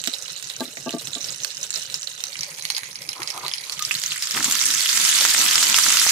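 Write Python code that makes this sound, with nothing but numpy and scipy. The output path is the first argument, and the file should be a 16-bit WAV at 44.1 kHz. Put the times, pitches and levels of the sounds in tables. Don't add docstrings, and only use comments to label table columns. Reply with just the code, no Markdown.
import sys
import numpy as np
from scipy import signal
from scipy.fft import rfft, irfft
from scipy.io import wavfile
from scipy.ndimage import uniform_filter1d

SR = 44100
rng = np.random.default_rng(int(sys.argv[2]) if len(sys.argv) > 2 else 0)


def put_to_file(sound):
    columns = np.atleast_2d(sound).T
    safe = np.clip(columns, -1, 1)
    whole_steps = np.round(safe * 32767)
    wavfile.write(sys.argv[1], SR, whole_steps.astype(np.int16))


N = 269539

# (time [s], level [dB])
FIZZ_LEVEL = [(0.0, -35), (0.46, -38), (0.64, -40), (0.84, -40), (1.26, -35), (1.4, -37), (1.68, -38),
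              (1.77, -31), (1.85, -36), (2.0, -38), (2.05, -39.5), (2.29, -38), (2.39, -39), (2.83, -39),
              (3.01, -42), (3.26, -41), (3.44, -39), (3.75, -37), (3.92, -31.5), (4.2, -31), (4.3, -29),
              (4.59, -23), (4.912, -22), (5.098, -18.5), (5.576, -19.5), (6.11, -18)]
# (time [s], level [dB], pitch [Hz], snap weight [dB])
OIL_POPS = [(0.0396, -15.5, 2800, -7.5), (0.0606, -15, 4050, -21), (0.0743, -5.5, 3740, -10.5),
            (0.1376, -9.5, 3940, -33), (0.258, -21, 3100, -27), (0.2814, -16, 3960, -19),
            (0.3022, -19.5, 3900, -24), (0.3561, -22, 4080, -32), (0.3735, -21, 4150, -29),
            (0.398, -24, 4030, -13), (0.426, -21.5, 4100, -5), (0.4725, -20, 6100, -11),
            (0.4975, -24.5, 7000, -6), (0.5, -14.5, 3820, -13.5), (0.5467, -26.5, 2880, -21),
            (0.5648, -16, 6100, -15), (0.6062, -13, 4000, -11.5), (0.7712, -18, 2080, -29),
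            (0.8607, -22, 6000, -21), (0.8928, -14.5, 2980, -18), (0.9073, -16.5, 3870, -12),
            (0.983, -22, 8650, -24), (1.0505, -24, 6020, -20), (1.072, -15, 3820, -11),
            (1.1329, -11, 3900, -26), (1.1527, -11, 3700, -32), (1.214, -13.5, 5800, -31),
            (1.2424, -23, 3020, -22), (1.2435, -12, 5340, -25), (1.2865, -14.5, 5000, -29),
            (1.2937, -14.5, 5100, -25), (1.305, -15, 6600, -34), (1.3443, -22.5, 5500, -26),
            (1.4023, -19, 3880, -18), (1.4349, -11.5, 6060, -23), (1.4468, -10.5, 4127, -9),
            (1.5047, -16.5, 4060, -30), (1.5474, -22, 6360, -13.5), (1.5699, -16, 5170, -37),
            (1.6125, -19, 5350, -34), (1.6306, -9.5, 6260, -25), (1.7055, -10, 7400, -13),
            (1.74, -12, 6070, -11), (1.7589, -10.5, 5280, -25.5), (1.775, -21, 7440, -15.5),
            (1.819, -18.5, 6040, -24), (1.8558, -20, 4650, -16), (1.914, -23.5, 4000, -23),
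            (1.9423, -8.5, 5344, -14.5), (2.0009, -25.5, 7400, -21.5), (2.0202, -17, 6100, -27),
            (2.0303, -16.5, 5430, -12), (2.0726, -11.5, 4060, -23), (2.114, -23.5, 3873, -23.5),
            (2.2048, -18.5, 3700, -14.5), (2.2386, -9.5, 5870, -13), (2.2608, -28.5, 4034, -16),
            (2.304, -28.5, 3880, -14), (2.3296, -19.5, 4270, -29), (2.3552, -17.5, 2654, -26),
            (2.391, -15, 4900, -19), (2.4082, -12, 5860, -24.5), (2.4324, -11, 5380, -20.5),
            (2.586, -24.5, 7950, -11), (2.595, -21.5, 4394, -12), (2.6237, -17.5, 6300, -16),
            (2.6525, -9.5, 4280, -14), (2.7021, -6, 4460, -15.5), (2.7488, -11, 4400, -25),
            (2.7658, -7.5, 4730, -25), (2.7802, -15, 4630, -11), (2.833, -17, 2070, -20),
            (2.8888, -25, 2230, -18), (2.9562, -16, 5390, -24.5), (3.0195, -19.5, 5250, -17),
            (3.0904, -10, 5250, -18), (3.1313, -17, 6280, -14.5), (3.2026, -27, 2620, -9),
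            (3.2192, -14, 2027, -16.5), (3.231, -16, 5300, -12.5), (3.275, -9.5, 4830, -25),
            (3.3031, -11, 5400, -18), (3.3774, -22, 6360, -7.5), (3.4491, -17.5, 4000, -25),
            (3.464, -13, 4320, -23.5), (3.4817, -10.5, 4330, -15.5), (3.5145, -15, 3430, -23),
            (3.5367, -7, 5064, -26.5), (3.5819, -14.5, 5170, -24), (3.613, -22, 4300, -18),
            (3.6969, -11.5, 4396, -23), (3.7228, -15.5, 5360, -18), (3.7932, -15, 4070, -16),
            (3.8237, -10, 6045, -18.5), (3.8504, -8, 5360, -31), (3.9103, -4, 2553, -33),
            (3.9414, -13.5, 6600, -17), (3.9513, -8.5, 4250, -22), (4.0183, -15, 5220, -21),
            (4.0374, -9.5, 5100, -16.5), (4.0612, -8, 6226, -26), (4.1077, -12, 4095, -32.5),
            (4.1197, -9, 3180, -28), (4.162, -18.5, 2160, -29), (4.1784, -18, 7280, -24),
            (4.2242, -9.5, 5450, -17), (4.272, -13, 5490, -18.5), (4.3097, -9.5, 5430, -19),
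            (4.3488, -14, 3220, -21), (4.3683, -10.5, 3120, -19), (4.375, -7, 2140, -25),
            (4.428, -10.5, 5900, -14.5), (4.444, -0.5, 7370, -23), (4.5116, -8.5, 6537, -11.5),
            (4.5233, -3.5, 7250, -19.5), (4.5526, -7.5, 6023, -17.5), (4.5915, -9, 4000, -25),
            (4.6133, -5, 5550, -25), (4.6386, -9, 7640, -17.5), (4.657, -2, 8800, -30),
            (4.704, -10, 4046, -14), (4.7119, -8.5, 6170, -19.5), (4.749, -7, 6585, -25),
            (4.8073, -6, 4400, -23.5), (4.8592, -5, 3222, -20), (4.8928, -4.5, 4670, -21.5),
            (4.9294, -7.5, 6236, -17), (4.9734, -6, 6340, -14.5), (4.9999, -8.5, 6130, -18.5),
            (5.0504, -3.5, 5603, -17.5), (5.09, -5, 6600, -19), (5.188, -5, 6440, -15.5),
            (5.2099, -3.5, 4066, -17), (5.2514, -4.5, 5740, -15), (5.347, -8, 2670, -20),
            (5.38, -4.5, 5540, -17.5), (5.4147, -2.5, 4270, -18.5), (5.4625, -8.5, 2236, -15),
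            (5.4875, -5.5, 3280, -20), (5.5116, -6.5, 5500, -15), (5.556, -3, 5110, -19),
            (5.5803, -5, 3220, -14.5), (5.6285, -4.5, 5270, -11), (5.6984, -4.5, 7200, -14.5),
            (5.7434, -1.5, 2940, -21.5), (5.765, -4.5, 5797, -18), (5.7873, -2, 9060, -12),
            (5.8356, -3, 5600, -38), (5.8862, -6, 5920, -28), (5.9046, -11, 5830, -18),
            (5.9238, -2.5, 6160, -19.5), (5.9708, -4.5, 4880, -16.5), (5.997, -7.5, 5430, -18),
            (6.0914, -3.5, 6400, -22)]
# (time [s], vessel [0 bowl, 1 pot, 2 wok], left lag [ms], left minus right [dB])
MIC_AIM = [(0, 0, 0.25, -8), (2.3, 0, 0.2, -7.5), (2.42, 1, 0.31, -6.5), (3.6, 1, 0.33, -6.5),
           (3.8, 2, 0.06, -6), (4.5, 2, 0.04, -4.5), (6.11, 2, 0.03, -4)]
# (frequency [Hz], level [dB])
BOWL_FIZZ = [(410, -92), (700, -31), (1090, -29), (1500, -21), (1950, -23.5), (2310, -27.5), (2840, -16.5),
             (3360, -22.5), (3700, -15.5), (3930, -10), (4180, -13.5), (4710, -20.5), (5100, -17.5),
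             (6110, -15), (8450, -21), (9300, -28), (12200, -35), (15600, -30)]
POT_FIZZ = [(410, -59), (700, -49), (800, -14), (1390, -20.5), (2220, -8.5), (2810, -14), (3150, -13.5),
            (3360, -9), (3600, -16.5), (3980, -7), (4480, -9), (5800, -11.5), (6600, -9.5), (7350, -20.5),
            (8400, -19.5), (10000, -15.5), (11900, -26.5), (12700, -25), (15600, -28)]
WOK_FIZZ = [(410, -57), (660, -22.5), (797, -33), (907, -22.5), (1390, -12.5), (2160, -12.5), (2340, -14),
            (3240, -9), (5950, -8), (7500, -10.5), (10000, -19.5), (11700, -21), (15600, -19)]
# (frequency [Hz], left minus right [dB])
LEFT_COLOUR = [(700, 9.5), (1300, 1.5), (2400, 5), (4400, -5), (8000, 2), (15000, 6)]
# (frequency [Hz], level [dB])
SNAP_COLOUR = [(700, -0.5), (2500, 1), (6000, -2.5), (12000, 9), (15600, 9.5)]
# (time [s], level [dB], hardness [0-1])
BOWL_KNOCKS = [(0.071, -23.5, 0.2), (0.603, -15, 0.46), (0.611, -15, 0.73), (0.635, -33, 0.1),
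               (0.671, -36, 0.01), (0.769, -33.5, 0.5), (0.86, -17, 0.5), (0.868, -15.5, 0.63),
               (0.893, -29.5, 0.75), (0.924, -37, 1), (0.936, -13.5, 0.15), (0.961, -23, 0.4),
               (1.157, -28, 0.3), (1.164, -34.5, 1), (1.194, -37, 0.7)]
# (time [s], level [dB])
SPATULA_TAPS = [(4.348, -18), (4.4049, -14), (4.5353, -19), (4.555, -16.5), (4.6139, -15.5), (4.9756, -15),
                (5.2505, -10), (5.3228, -19), (5.3462, -10.5), (5.3624, -14), (5.4252, -12.5),
                (5.5543, -12), (5.744, -12), (5.7832, -11), (5.8642, -9), (5.904, -13), (5.9707, -10),
                (6.0152, -13), (6.0657, -11.5)]
# (frequency [Hz], level [dB], T60 [s])
HOB_MODES = [(174, -12, 0.074), (255, 1, 0.064), (324.5, 5, 0.04), (420.6, -5.5, 0.13), (572, 3.5, 0.018),
             (672.6, 1.5, 0.062), (876, -2.5, 0.027), (1177, -11.5, 0.067), (1597, -11, 0.03)]
WOK_MODES = [(970.4, -13, 0.0087), (1340, -8, .014), (1790, -8, 0.011), (2132, -10.5, 0.012),
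             (2760, -11.5, 0.021)]
# (time [s], length [s], rub level [dB], thud level [dB])
STROKES = [(3.126, 0.14, -44.5, -61), (3.304, 0.16, -41, -80), (3.432, 0.062, -48, -69),
           (3.634, 0.14, -50.5, -72), (4.323, 0.12, -41, -35.5), (4.43, 0.12, -43, -37.5),
           (4.61, 0.14, -60, -44), (4.877, 0.26, -49.5, -45), (5.104, 0.29, -46, -47.5),
           (5.343, 0.18, -42, -43.5), (5.51, 0.36, -40.5, -43.5), (5.792, 0.25, -48, -45.5),
           (5.996, 0.11, -49, -66)]
# (frequency [Hz], level [dB])
RUB_SPECTRUM = [(150, -39), (350, -1), (600, -1.5), (950, 6.5), (1300, 7.5), (1800, -17.5)]
THUD_SPECTRUM = [(50, -29), (120, -10.5), (220, -1.5), (320, -1), (600, -18)]
# (time [s], level [dB], pitch [Hz])
BROTH_PLOPS = [(3.197, -35.5, 350), (3.372, -34, 903), (3.381, -33.5, 1200), (3.441, -29, 980)]
# (frequency [Hz], level [dB])
FLAME_SPECTRUM = [(12, -33), (25, -39), (54, -30), (110, -8.5), (145, -2.5), (170, -1.5), (215, -13),
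                  (330, -13.5), (1500, -31)]
JET_SPECTRUM = [(250, -43), (410, -6.5), (470, -4), (586, 1), (715, -12.5), (812, -8), (1400, -27.5),
                (2000, -10)]
# (time [s], flame level [dB], jet level [dB])
BURNER_LEVELS = [(0.0, -59, -50.5), (1.09, -56, -47), (1.43, -57, -48), (4.34, -58, -51.5),
                 (5.62, -63, -44), (6.11, -70, -62.5)]
# (frequency [Hz], gain [dB])
MIC_RESPONSE = [(1000, 1.5), (12300, 1), (14000, -9.5), (15500, -5)]

FIZZ_SPECTRA = [BOWL_FIZZ, POT_FIZZ, WOK_FIZZ]
SCATTER_DB = 4.5


def fizz(base_per_s=1300, pitches=20):
    _, _, pan_db = in_time(MIC_AIM)
    level_db = 10 * np.log10(from_db(2 * in_time(FIZZ_LEVEL)[0]) + sputter())
    vigour_db = level_db + 30
    rate = base_per_s * from_db(.6 * vigour_db + 2 * drift(30))
    draws = rng.random((N, 5))
    at = np.flatnonzero(draws[:, 4] < np.minimum(rate, 12000) / SR)
    strength, polarity, pitch, side, _ = draws[at].T
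    height = from_db(2 * np.minimum(-np.log(strength), 4)) * np.sign(polarity - .5)
    pan_db = pan_db[at] + SCATTER_DB * (2 * side - 1)
    when, gains = arrivals(at / SR, height, pan_db, echo_db=-2.5, echo_ms=4.4, wander_ms=.11)
    low_bias = from_db(1.2 * drift(15)[at] - .15 * vigour_db[at])
    band = (pitches * pitch ** low_bias).astype(int)
    bubbles = 0
    for k, hz in enumerate(np.geomspace(1000, 14000, pitches)):
        clicks = impulses(when[band == k], gains[band == k])
        bubbles += (hz / 4000) ** 1.254 * bubble_burst(clicks, hz)
    bubbles[0] = colour(bubbles[0], LEFT_COLOUR)[0]
    out = sum(facing(k) * rms_one(colour(bubbles, spectrum)) for k, spectrum in enumerate(FIZZ_SPECTRA))
    running_rms = np.sqrt(uniform_filter1d(np.mean(out ** 2, axis=0), size=SR // 10))
    return from_db(level_db) * out / running_rms


def bubble_burst(clicks, hz, cycles=17):
    crack = signal.lfilter([1], [1, .5], clicks + 1e-18)
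    return ring(clicks, hz, cycles / hz) + .06 * crack


def sputter(rise_s=.0034, t60=.15, flare_db=-23.5):
    times, level_db, _, _ = np.transpose(OIL_POPS)
    kicks = np.full(N, 1e-18)
    np.add.at(kicks, (times * SR).astype(int), from_db(2 * (level_db + flare_db)))
    rise, fall = np.exp(-1 / (rise_s * SR)), from_db(-120 / (t60 * SR))
    return signal.lfilter([1 - rise], np.convolve([1, -rise], [1, -fall]), kicks)


def pops(t60=.0028, ring_db=-3, snap_boost_db=28):
    times, level_db, hz, snap_db = np.transpose(OIL_POPS)
    _, _, pan_db = in_time(MIC_AIM)
    pan_db = pan_db[(times * SR).astype(int)] + SCATTER_DB * rng.uniform(-1, 1, len(times))
    when, gains = arrivals(times, from_db(level_db), pan_db, echo_db=-7, echo_ms=6.7, wander_ms=.042)
    span = 1024
    rings = np.full((2, N + span), 1e-18)
    for k, first in enumerate(when.min(axis=(1, 2))):
        clicks = impulses(when[k:k + 1] - first, gains[k:k + 1], span)
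        pop = ring(ring(clicks, hz[k], t60), hz[k], t60)
        peak = np.sqrt(np.mean(np.max(pop ** 2, axis=1)))
        rings[:, first:first + span] += from_db(level_db[k] + ring_db) * pop / peak
    out = highpass(rings[:, :N], 1000, order=3)
    snap_gains = gains * from_db(snap_db + snap_boost_db)[:, None, None]
    snaps = colour(impulses(when, snap_gains), SNAP_COLOUR)
    for k, spectrum in enumerate(FIZZ_SPECTRA):
        top_db = np.max(spectrum, axis=0)[1]
        out += from_db(-top_db) * colour(facing(k) * snaps, spectrum)
    return highpass(out, 500, order=2)


def bowl_knocks(contact_t60=.018, mode_db=-8):
    times, knock_db, hardness = np.transpose(BOWL_KNOCKS)
    span, t = 2 * SR, np.arange(600) / SR
    swell = t * from_db(-60 * t / contact_t60)
    out = np.zeros((2, span))
    for hz, level_db, t60 in HOB_MODES:
        tilt_db = 12 * (hardness - .5) * np.log2(hz / 400)
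        push_db = knock_db + level_db + tilt_db + mode_db + rng.normal(0, 1.5, len(times))
        clicks = np.zeros(span)
        clicks[(times * SR).astype(int)] = from_db(push_db)
        contact = 2 * swell / np.sum(swell) * np.sin(2 * np.pi * (hz * t + rng.random()))
        force = signal.oaconvolve(clicks, contact)[:span]
        mic_gains = from_db(rng.normal(0, 4.1, 2))
        out += np.outer(mic_gains, ring(force, hz, t60))
    return np.pad(highpass(out, 175, order=3), ((0, 0), (0, N - span)))


def spatula_taps():
    times, tap_db = np.transpose(SPATULA_TAPS)
    uneven_db = rng.normal(0, 3, (len(times), len(WOK_MODES)))
    out = 0
    for k, (hz, level_db, t60) in enumerate(WOK_MODES):
        clicks = np.bincount((times * SR).astype(int), from_db(tap_db + level_db + uneven_db[:, k]), N)
        out += (-1) ** k * ring(clicks, hz, t60)
    return out * from_db([[-1.5], [1.5]])


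def stirring(grit_db=2.2):
    t = np.arange(N) / SR
    rub_gain = thud_gain = 0
    for start, length, rub_db, thud_db in STROKES:
        progress = np.clip((t - start) / length, 0, 4)
        stroke = 4 * progress ** 2 * np.exp(2 - 4 * progress ** 1.26)
        rub_gain += from_db(rub_db) * stroke
        thud_gain += from_db(thud_db) * stroke
    contacts = rng.standard_normal((3, N)) * from_db(grit_db * drift(53))
    rub = rms_one(colour(contacts[0] + .89 * contacts[1:], RUB_SPECTRUM))
    thud = rms_one(colour(contacts[1] + .27 * contacts[::2], THUD_SPECTRUM))
    return rub_gain * rub + thud_gain * thud


def broth_plops(cycles=12):
    out = 0
    for start, level_db, hz in BROTH_PLOPS:
        click, t60 = np.arange(N) == int(start * SR), cycles / hz
        note = ring(ring(click, hz, t60), hz, t60)
        out += from_db(level_db) * note / np.max(note)
    return out


def handle_ping(start_s=3.79, swell_s=.03, hold_s=.004, hz=1233, level_db=-31, t60=.075):
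    t = np.arange(N) / SR - start_s
    swell = np.clip(t / swell_s, 0, 1)
    decay = from_db(-60 * np.clip(t - swell_s - hold_s, 0, None) / t60)
    waver = from_db(2.5 * drift(60))
    return from_db(level_db) * swell * decay * waver * np.sin(2 * np.pi * hz * t)


def burners(width=.43, flutter_db=5):
    out = 0
    for spectrum, level_db in zip([FLAME_SPECTRUM, JET_SPECTRUM], in_time(BURNER_LEVELS)):
        noise = rng.standard_normal((3, N))
        flow = rms_one(colour(noise[0] + width * noise[1:], spectrum))
        out += from_db(level_db + flutter_db * drift(12.7)) * flow
    return out


def arrivals(times, height, pan_db, echo_db, echo_ms, wander_ms):
    at = (times * SR).astype(int)
    draws = rng.random((len(times), 2, 5, 2))
    late_ms = echo_ms * draws[..., 0] ** 2 + .2
    late_ms[:, :, 0] = wander_ms * draws[:, :, 0, 0]
    late_ms[:, 0] += in_time(MIC_AIM)[1][at, None]
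    gains = from_db(echo_db - 8 * late_ms / echo_ms) * (4 * draws[..., 1] - 2)
    gains[:, :, 0] = 1
    gains *= (height[:, None] * from_db(np.outer(pan_db, [.5, -.5])))[..., None]
    when = at[:, None, None] + (late_ms * SR / 1000).astype(int)
    return np.clip(when, 0, N - 1), gains


def kitchen(x, tail_db, t60=.12):
    t = np.arange(SR // 5) / SR
    tail = rng.standard_normal((2, len(t))) * from_db(tail_db - 60 * t / t60) * (t > .003)
    return x + signal.oaconvolve(x, tail, axes=1)[:, :N]


def facing(vessel):
    return np.sqrt(np.clip(1 - abs(in_time(MIC_AIM)[0] - vessel), 0, 1))


def impulses(when, gains, length=N):
    return np.array([np.bincount(when[:, mic].ravel(), gains[:, mic].ravel(), length) for mic in (0, 1)])


def ring(clicks, hz, t60):
    r, w = from_db(-60 / (t60 * SR)), 2 * np.pi * hz / SR
    return signal.lfilter([0, np.sin(w)], [1, -2 * r * np.cos(w), r * r], clicks + 1e-18)


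def colour(x, spectrum):
    hz, db = np.transpose(spectrum)
    grid_hz = np.arange(1, 2050) * SR / 4096
    gain = from_db(np.interp(np.log(grid_hz), np.log(hz), db))
    cepstrum = irfft(np.log(gain))
    cepstrum[1:2048] *= 2
    cepstrum[2049:] = 0
    response = irfft(np.exp(rfft(cepstrum)))
    return signal.oaconvolve(np.atleast_2d(x), response[None], axes=1)[:, :N]


def highpass(x, hz, order):
    return signal.sosfilt(signal.butter(order, hz, "high", fs=SR, output="sos"), x)


def drift(hz):
    r = np.exp(-2 * np.pi * hz / SR)
    return rms_one(signal.lfilter([1], [1, -2 * r, r * r], rng.standard_normal(N + SR))[SR:])


def in_time(rows):
    times, *columns = np.transpose(rows)
    return [np.interp(np.arange(N) / SR, times, column) for column in columns]


def from_db(db):
    return 10 ** (np.asarray(db) / 20)


def rms_one(x):
    return x / np.sqrt(np.mean(x ** 2) + 1e-20)


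def scene():
    out = kitchen(fizz(), tail_db=-29)
    out += kitchen(pops() + spatula_taps(), tail_db=-36)
    out += kitchen(bowl_knocks(), tail_db=-40)
    return out + stirring() + broth_plops() + handle_ping() + burners()


def record(dry, cutoff_hz=15600):
    clipped = np.clip(colour(dry, MIC_RESPONSE), -1, 1)
    lowpass = signal.ellip(12, .5, 70, cutoff_hz, fs=SR, output="sos")
    return np.clip(signal.sosfilt(lowpass, clipped), -1, 1)


dry = scene()
out = record(dry)
put_to_file(out)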